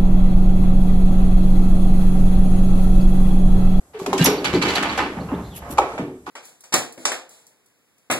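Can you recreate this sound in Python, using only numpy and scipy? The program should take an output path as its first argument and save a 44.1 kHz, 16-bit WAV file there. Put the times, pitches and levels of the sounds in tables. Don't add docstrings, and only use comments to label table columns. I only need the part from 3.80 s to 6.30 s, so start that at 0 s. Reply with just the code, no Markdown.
import sys
import numpy as np
from scipy import signal
from scipy.fft import rfft, irfft, next_fast_len
from scipy.io import wavfile
from scipy.ndimage import uniform_filter1d, map_coordinates

SR = 44100
rng = np.random.default_rng(int(sys.argv[2]) if len(sys.argv) > 2 else 0)


def digitize_waveform(pressure):
    field = np.atleast_2d(pressure).T
    bounded = np.clip(field, -1, 1)
    quanta = np.round(bounded * 32767).astype(np.int16)
    wavfile.write(sys.argv[1], SR, quanta)


N = 110250
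T = np.arange(N) / SR


def amp(db):
    return 10 ** (np.asarray(db) / 20)


def unit(x):
    return x / np.sqrt(np.mean(x ** 2) + 1e-20)


def along(points, hz):
    f, v = np.transpose(points)
    return np.interp(np.log(hz + 1), np.log(f + 1), v)


def level_curve(points):
    return amp(np.interp(T, *np.transpose(points)))


def filtered(x, response):
    m = next_fast_len(N + SR // 4)
    return irfft(rfft(x, m) * response(np.fft.rfftfreq(m, 1 / SR)), m)[..., :N]


def noise(spectrum):
    white = rng.standard_normal((2, N))
    return unit(filtered(white, lambda f: amp(along(spectrum, f))))


def envelope(rise, hold, t60):
    return (1 - np.exp(-T / rise)) * amp(-60 * np.maximum(T - hold, 0) / t60)


def add(track, s, sound, pan_db=0):
    i = max(round(s * SR), 0)
    placed = amp([[pan_db / 2], [-pan_db / 2]]) * sound
    track[:, i:] += placed[:, :N - i]


def wander(rate_hz):
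    return unit(map_coordinates(rng.standard_normal(N), [T * rate_hz], order=1))


def flutter(rate_hz):
    knots = rng.standard_normal((2, 4000))
    at = [np.minimum(T[:SR // 2] * rate_hz, 3999)]
    real, imaginary = [unit(map_coordinates(k, at, order=1)) for k in knots]
    return real + 1j * imaginary


def ring(modes, ratio=1, scatter_db=3.0):
    t = T[:SR // 2]
    out = np.zeros(len(t))
    for hz, db, t60 in modes:
        decay = amp(db + scatter_db * rng.standard_normal() - 60 * t / t60)
        out += decay * np.sin(2 * np.pi * (hz * ratio * t + rng.random()))
    return np.pad(out * (1 - np.exp(-t / 0.00016)), (0, N - len(t)))


def rattle(modes, rough_hz, life=1):
    t = T[:SR // 2]
    out = np.zeros(len(t))
    for hz, db, t60 in modes:
        rough_tone = (flutter(rough_hz) * np.exp(2j * np.pi * hz * t)).real
        out += amp(db - 60 * t / (t60 * life)) * rough_tone
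    return np.pad(out * (1 - np.exp(-t / 0.002)), (0, N - len(t))) / np.sqrt(2)


def ahead(x, lead_ms):
    half_each = np.array([[1], [-1]])
    return filtered(x, lambda f: np.exp(1j * np.pi * f * lead_ms / 1000 * half_each))


def walls(x, count=6):
    walls_db, spread_s = -3.5, 0.014
    out = x.copy()
    for u, sign in zip(rng.random(count), rng.choice([-1, 1], count)):
        add(out, 0.002 + u * spread_s, sign * amp(walls_db) / np.sqrt(count) * x)
    return out


def shed(x, wet_db):
    # frequency_hz, t60_s
    shed_decay = [(100, 0.78), (400, 0.4), (1200, 0.46), (4000, 0.5), (8000, 0.22), (13000, 0.4)]
    hz, t, z = signal.stft(rng.standard_normal((2, SR * 3 // 4)), SR, nperseg=256)
    decay = amp(-60 * t / along(shed_decay, hz)[:, None])
    tail = signal.istft(z * decay * (1 - np.exp(-t / 0.0021)), SR, nperseg=256)[1]
    echo = signal.fftconvolve(x, tail / np.linalg.norm(tail[0]), axes=1)[:, :N]
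    return x + amp(wet_db) * echo


def background():
    # frequency_hz, level_db (per Hz)
    box_colour = [(20, -22), (36, -13), (56, -7.5), (73, 5), (92, -10.5), (130, -3), (220, -12.5),
                  (600, -45.5)]
    # time_s, level_db
    rumble_level = [(0, -56), (.17, -56), (.33, -55), (.45, -33), (.6, -40), (.72, -32.5), (1.2, -37.5),
                    (1.62, -30), (1.82, -34), (1.95, -32), (2.15, -43), (2.42, -53)]
    # frequency_hz, level_db (per Hz)
    air_colour = [(15, -29.5), (25, -12), (79, 6.5), (210, -15), (287, 8), (599, -33), (1900, -27.5),
                  (7070, -18), (8270, -11.5), (10200, -18.5), (13300, -20)]
    air_db = -54.5
    return noise(box_colour) * level_curve(rumble_level) + amp(air_db) * noise(air_colour)


def chirps():
    # start_s, length_s, start_hz, middle_hz, end_hz, level_db
    chirp_list = [(1.4, 0.024, 4050, 4310, 4470, -44.5), (1.537, 0.024, 3030, 3490, 4500, -44),
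                  (1.619, 0.09, 3500, 4230, 3890, -51.5), (1.625, 0.072, 3300, 3620, 3700, -53.5),
                  (1.693, 0.1, 3900, 3130, 2520, -45.5)]
    waver = 0.047
    out = np.zeros((2, N))
    for s, length, start_hz, middle_hz, end_hz, db in chirp_list:
        u = np.clip(T / length, 0, 1)
        glide = np.polyfit([0, .5, 1], [start_hz, middle_hz, end_hz], 2)
        wobble = unit(uniform_filter1d(rng.standard_normal(N), size=40))
        hz = np.polyval(glide, u) * (1 + waver * wobble)
        add(out, s, amp(db) * np.sin(np.pi * u) * np.sin(2 * np.pi * np.cumsum(hz) / SR))
    return shed(out, wet_db=-2.0)


def straw():
    # frequency_hz, level_db (per Hz)
    bedding_colour = [(150, 3), (600, 13.5), (1500, 0), (3000, -12.5), (6000, -15), (11000, -19),
                      (13500, -43)]
    # time_s, level_db
    shuffle_level = [(0, -52), (.12, -54.5), (.3, -29.5), (1.2, -31.5), (1.5, -38.5), (1.73, -41.5),
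                     (2.15, -33), (2.38, -63), (2.5, -51)]
    # peak_s, level_db, width_s
    swish_list = [(1.772, -29, 0.014), (1.921, -29.5, 0.015)]
    # frequency_hz, level_db (per Hz)
    straw_colour = [(500, -23), (2500, -8), (5000, -11.5), (7500, -8.5), (10500, -3.5), (12500, -3),
                    (13800, 2.5)]
    grain_db, grain_hz = 2.5, 338
    out = noise(bedding_colour) * level_curve(shuffle_level)
    for s, db, width in swish_list:
        crinkle = unit(amp(grain_db * wander(grain_hz)))
        swell = np.exp(-.5 * ((T - s) / width) ** 2)
        out += amp(db) * walls(noise(straw_colour)) * crinkle * swell
    return out


def plate():
    # start_s, pitch_hz (before the sag), level_db, hold_s, t60_s
    plate_rings = [(0.142, 436.6, -30.5, 0.026, 0.18), (0.184, 396.5, -26, 0.037, 0.12),
                   (.268, 395.7, -19, 0.015, 0.09), (0.33, 391.6, -15, 0.02, 0.2),
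                   (.4075, 162, -11, 0.011, 0.14), (0.473, 432.6, -17.5, 0.03, 0.4),
                   (0.74, 369, -15, .012, .15), (1.521, 270, -15, 0.011, .09),
                   (1.985, 537, -17, .008, 0.11), (2.195, 187, -23.5, 0.011, 0.18),
                   (2.27, 384.8, -29, .008, 0.29)]
    rise_s, rough_share, rough_hz, sag_per_s = 0.0026, 0.362, 68, 0.52
    out = np.zeros((2, N))
    for s, hz, db, hold, t60 in plate_rings:
        unsteady = 1 + rough_share * np.pad(flutter(rough_hz), (0, N - SR // 2))
        phase = 2 * np.pi * np.cumsum(hz * np.exp(-sag_per_s * T)) / SR
        note = (unsteady * np.exp(1j * phase)).real
        add(out, s, amp(db) * note * envelope(rise_s, hold, t60))
    return shed(out, wet_db=-13.5)


def thuds():
    # start_s, level_db, centre_hz, t60_s
    thud_list = [(0.139, -45, 330, 0.31), (.217, -26.5, 293, 0.12), (.275, -23.5, 268, 0.29),
                 (0.332, -26, 260, 1), (.39, -17.5, 210, 0.15), (.407, -13, 212, 0.15),
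                 (0.463, -16.5, 335, 0.46), (0.481, -21, 166.5, 0.098), (0.583, -26.5, 328, 0.6),
                 (0.658, -29.5, 250, 1), (0.737, -14, 280, 0.29), (0.755, -19, 198, 0.18),
                 (.835, -20.5, 287, 0.4), (.872, -19, 330, 0.22), (0.979, -25.5, 270, 1),
                 (1.098, -31.5, 318, 0.41), (1.20, -26, 310, 1), (1.372, -26, 165, 0.42),
                 (1.412, -31, 138, 0.65), (1.535, -23.5, 268, 0.3), (1.611, -31, 241, 0.16),
                 (1.896, -30, 248, 0.35), (1.986, -19.5, 480, 0.39), (2.134, -30, 370, 0.12),
                 (2.193, -23.5, 321, 0.35), (2.224, -26.5, 170, 0.11), (2.277, -29, 304.5, 0.28),
                 (2.476, -33, 296, 0.24)]
    # pitch_hz, level_db, t60_s
    deck_modes = [(140.6, 9.5, 0.2), (181.1, 0, 0.5), (248, -14.5, 0.3), (292, -5.5, 0.45),
                  (400, 3.5, 0.47), (445.5, 1, 0.43), (482, -14.5, 0.17)]
    deck_db, half_width_octaves, rise_s = -9, 0.45, 0.0013
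    out = np.zeros((2, N))
    for s, db, hz, t60 in thud_list:
        def bell_db(f):
            octaves = np.log2((f + 1) / hz)
            bell = -10 * np.log10(1 + (octaves / half_width_octaves) ** 4)
            return bell - 10 * np.log10(1 + (125 / (f + 1)) ** 8)

        white = rng.standard_normal(N)
        band = filtered(white, lambda f: amp(bell_db(f)) / (1 + (f / 1500) ** 2))
        z = signal.hilbert(band)
        power = np.abs(uniform_filter1d(np.abs(z) ** 2, SR // 20))
        body = unit(z.real / np.sqrt(power))
        modes = ring([(f, level + bell_db(f), life) for f, level, life in deck_modes])
        add(out, s, amp(db) * (body * envelope(rise_s, 0.0047, t60) + amp(deck_db) * modes))
    return shed(out, wet_db=-4.5)


def fittings():
    # start_s, level_db
    tink_list = [(0.579, -28), (0.653, -20.5), (0.746, -21), (0.824, -19.5), (0.886, -23.5), (0.957, -17.5),
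                 (1.093, -26.5)]
    # pitch_hz, level_db, t60_s
    fitting_modes = [(4030, 7.3, 0.037), (4380, 1, 0.017), (4506, 0.5, 0.08)]
    # start_s, level_db, life (share of the full ring time)
    clink_list = [(0.442, -4.5, 0.86), (0.446, -15, 0.64), (.457, -28.5, 1.7), (.9555, -28.5, 0.51)]
    # pitch_hz, level_db, t60_s (at full life)
    steel_modes = [(3580, -16, 0.12), (5410, -16.5, 0.32), (5740, -15.5, 0.33), (6500, -13, 0.1),
                   (6970, -23.5, 0.083), (7700, -19.5, .1), (11270, -6.5, 0.098), (11820, -11, 0.043),
                   (11950, -9, .08), (11800, -14, .076)]
    out = np.zeros((2, N))
    for s, db in tink_list:
        add(out, s, amp(db) * rattle(fitting_modes, rough_hz=250))
    for s, db, life in clink_list:
        add(out, s, amp(db) * rattle(steel_modes, 427, life), pan_db=-0.5)
    return shed(out, wet_db=-12.5)


def screeches():
    # start_s, level_db, hold_s
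    screech_list = [(.388, -30, 0.011), (.403, -28, 0.03)]
    # pitch_hz, level_db
    tread_modes = [(1600, -2), (1790, -3.5), (2840, -3), (3990, -5)]
    rough_hz, t60_s = 110, 0.14
    out, t = np.zeros((2, N)), T[:SR // 2]
    for s, db, hold in screech_list:
        tone = np.zeros(len(t))
        for hz, level in tread_modes:
            tone += amp(level) * (flutter(rough_hz) * np.exp(2j * np.pi * hz * t)).real
        padded = np.pad(tone, (0, N - len(t)))
        add(out, s, amp(db) * padded * envelope(0.0035, hold, t60_s))
    return shed(out, wet_db=-17.5)


def clips():
    # start_s, level_db
    clip_list = [(0.377, -20), (0.4561, -8.5), (0.644, -21), (0.821, -23), (0.952, -20.5), (1.026, -23.5),
                 (1.175, -24.5)]
    # frequency_hz, level_db (per Hz)
    snap_colour = [(500, -33.5), (2500, 6.5), (5000, 2), (7500, 0.5), (10000, -3), (12000, -11.5),
                   (13500, -29.5)]
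    out = np.zeros((2, N))
    for s, db in clip_list:
        add(out, s, amp(db) * noise(snap_colour) * envelope(0.0026, 0.0047, t60=0.059))
    return shed(out, wet_db=-5.5)


def scrapes():
    # start_s, level_db, hold_s, t60_s, tilt_db (per octave over 700 Hz), pan_db
    scrape_list = [(0.133, -46, 0.055, 0.24, -2.5, 1), (0.188, -40.5, 0.0083, 0.28, 9.5, 0),
                   (0.381, -23.5, 0.046, 0.14, 4.5, 0.5), (0.452, -15, 0.0055, 0.13, 0, -2),
                   (0.466, -25, 0.029, 0.19, -11, 0), (0.642, -21, 0.0083, 0.28, 0.5, -2.5),
                   (0.73, -24, 0.018, 0.16, 1, 1), (0.814, -19, 0.0067, 0.39, 0, -1.5),
                   (0.878, -20.5, 0.008, 0.36, 1, 0.5), (0.952, -19, 0.021, 0.24, -0.5, 1),
                   (1.024, -18, 0.0063, 0.33, -3.5, -1.5), (1.084, -25.5, 0.02, 0.38, -0.5, 0.5),
                   (1.175, -19, 0.019, 0.33, -3.5, 0.5), (1.367, -30, 0.015, 0.14, -11, -6.5),
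                   (1.482, -33, 0.093, 0.3, -11.5, -2), (1.818, -37.5, 0.11, 0.27, -11, -3.5),
                   (2.013, -24, 0.006, 0.12, -8.5, -5), (2.177, -25, 0.0091, 0.12, -8, -1),
                   (2.461, -46, .03, .2, 3.5, -4)]
    # (per Hz, before the tilt)
    skid_colour = [(100, -20.5), (350, -1), (900, 7.5), (1400, 6), (1900, 3), (2500, 3), (4200, -2.5),
                   (5500, -10.5), (7700, -14), (11000, -24.5), (13500, -28)]
    # pitch_hz, width_hz, level_db
    panel_modes = [(693, 25, 0), (866, 30, -1), (1027, 30, 0), (1229, 30, 0), (1523, 22, -1),
                   (1787, 30, -1), (2316, 35, -3), (2818, 18, -2)]
    grains_per_s, grain_spread_db, hiss = 700, 3.5, 0.67
    chatter_db, chatter_hz = 2, 130.6
    panel_db, rise_s = -2, 0.0013
    out = np.zeros((2, N))
    for s, db, hold, t60, tilt_db, pan_db in scrape_list:
        slip_times = rng.random(N) < grains_per_s / SR
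        slip_sizes = amp(grain_spread_db * np.minimum(rng.exponential(size=N), 3))
        slips = slip_times * rng.choice([-1, 1], (2, N)) * slip_sizes
        grit = unit(slips) + hiss * rng.standard_normal((2, N))

        def skid_gain(f):
            return amp(along(skid_colour, f) + tilt_db * np.log2(np.maximum(f, 700) / 700))

        chatter = unit(amp(chatter_db * np.clip(wander(chatter_hz), -2, 2)))
        grit = unit(filtered(grit, skid_gain)) * chatter
        add(out, s, amp(db) * grit * envelope(rise_s, hold, t60), pan_db)

    def panels(f):
        return sum(amp(db) * 1j * f * w / (c * c - f * f + 1j * f * w) for c, w, db in panel_modes)

    return shed(out + amp(panel_db) * filtered(out, panels), wet_db=-5.5)


def knocks():
    # start_s, level_db, crack_db (on top of level_db), pitch_ratio,
    # lead_ms (of the left microphone), echo_db
    knock_list = [(.198, -31.5, -13, 1, 0.037, 0.5), (0.2618, -17.5, -2.5, 0.95, 0.23, -4.5),
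                  (.330, -13, -5.5, 0.93, 0.17, -1.5), (.449, -18, -14, 0.93, 0.13, -1.5),
                  (.466, -16.5, -18, 1.1, 0.15, 2), (.834, -17.5, -10, 1.1, 0.062, -6.5),
                  (.959, -25, -10, 0.95, 0.039, -14), (.981, -22, -6, 1.6, 0.058, -3),
                  (1.180, -28, 3, .95, 0.23, -8), (1.225, -27, -14, 1.1, .1, -2),
                  (1.398, -27, -28, 0.57, .1, 5.5), (1.487, -31.5, -23, 1.2, 0.17, 5),
                  (1.548, -33.5, -16, 0.78, 0.11, -5), (1.974, -26.5, -6, 1, 0.19, -4),
                  (1.9817, -8.5, -11.5, 1.03, 0.097, -11), (1.9865, -9, -13, 0.97, 0.17, -3.5),
                  (2.182, -27.5, -7.5, 0.74, 0.26, 2), (2.4665, -28, -10.5, 1.095, 0.25, 3.5),
                  (2.474, -30.5, -14, 1.08, 0.22, -3.5)]
    # pitch_hz (before the ratio), level_db (before the scatter), t60_s
    hoof_modes = [(559, -19, 0.053), (669, -13, 0.095), (786, -4, 0.083), (877, -1, 0.048),
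                  (984, -.5, 0.03), (1133, 1, 0.032), (1337, -5, 0.047), (2306, -12, .035)]
    # frequency_hz, level_db (per Hz)
    crack_colour = [(200, -24), (900, 12), (1700, -1), (2400, 7.5), (4500, 2), (7500, -0.5), (11000, -5.5),
                    (13500, -14.5)]
    out = np.zeros((2, N))
    for s, db, crack_db, ratio, lead_ms, echo_db in knock_list:
        clop = ring(hoof_modes, ratio)
        crack = noise(crack_colour) * envelope(0.00097, 0.0011, t60=0.041)
        blow = np.zeros((2, N))
        add(blow, s, clop + amp(crack_db) * crack)
        out += amp(db) * shed(ahead(blow, lead_ms), echo_db)
    return out


def scene():
    ramp = walls(scrapes()) + knocks() + clips() + screeches() + fittings()
    ramp = ramp * amp([[-1], [1]])
    return background() + chirps() + straw() + plate() + thuds() + ramp


def record(dry):
    # frequency_hz, side_db
    width_colour = [(20, -49), (420, -58.5), (540, -43.5), (850, -7), (1350, -2.5), (1900, 7), (2600, 3),
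                    (5500, 2.5), (8500, 11), (11500, -4), (13000, 5.5)]
    # time_s, side_db
    spread_level = [(0, -2.5), (.5, -3.5), (1.7, -4.5), (2.1, 0), (2.35, -2)]
    # frequency_hz, level_db
    tone_colour = [(20, -2.5), (8000, -2), (8700, -15.5), (9200, -14.5), (9800, -2.5), (11500, 1),
                   (12800, -2), (13600, -9)]
    top_hz = 13700
    mid = (dry[0] + dry[1]) / 2
    side = filtered((dry[0] - dry[1]) / 2, lambda f: amp(along(width_colour, f)))
    side = side * level_curve(spread_level)
    pair = filtered(np.array([mid + side, mid - side]), lambda f: amp(along(tone_colour, f)))
    return filtered(np.clip(pair, -.95, .95), lambda f: f < top_hz)


dry = scene()
out = record(dry)
digitize_waveform(out)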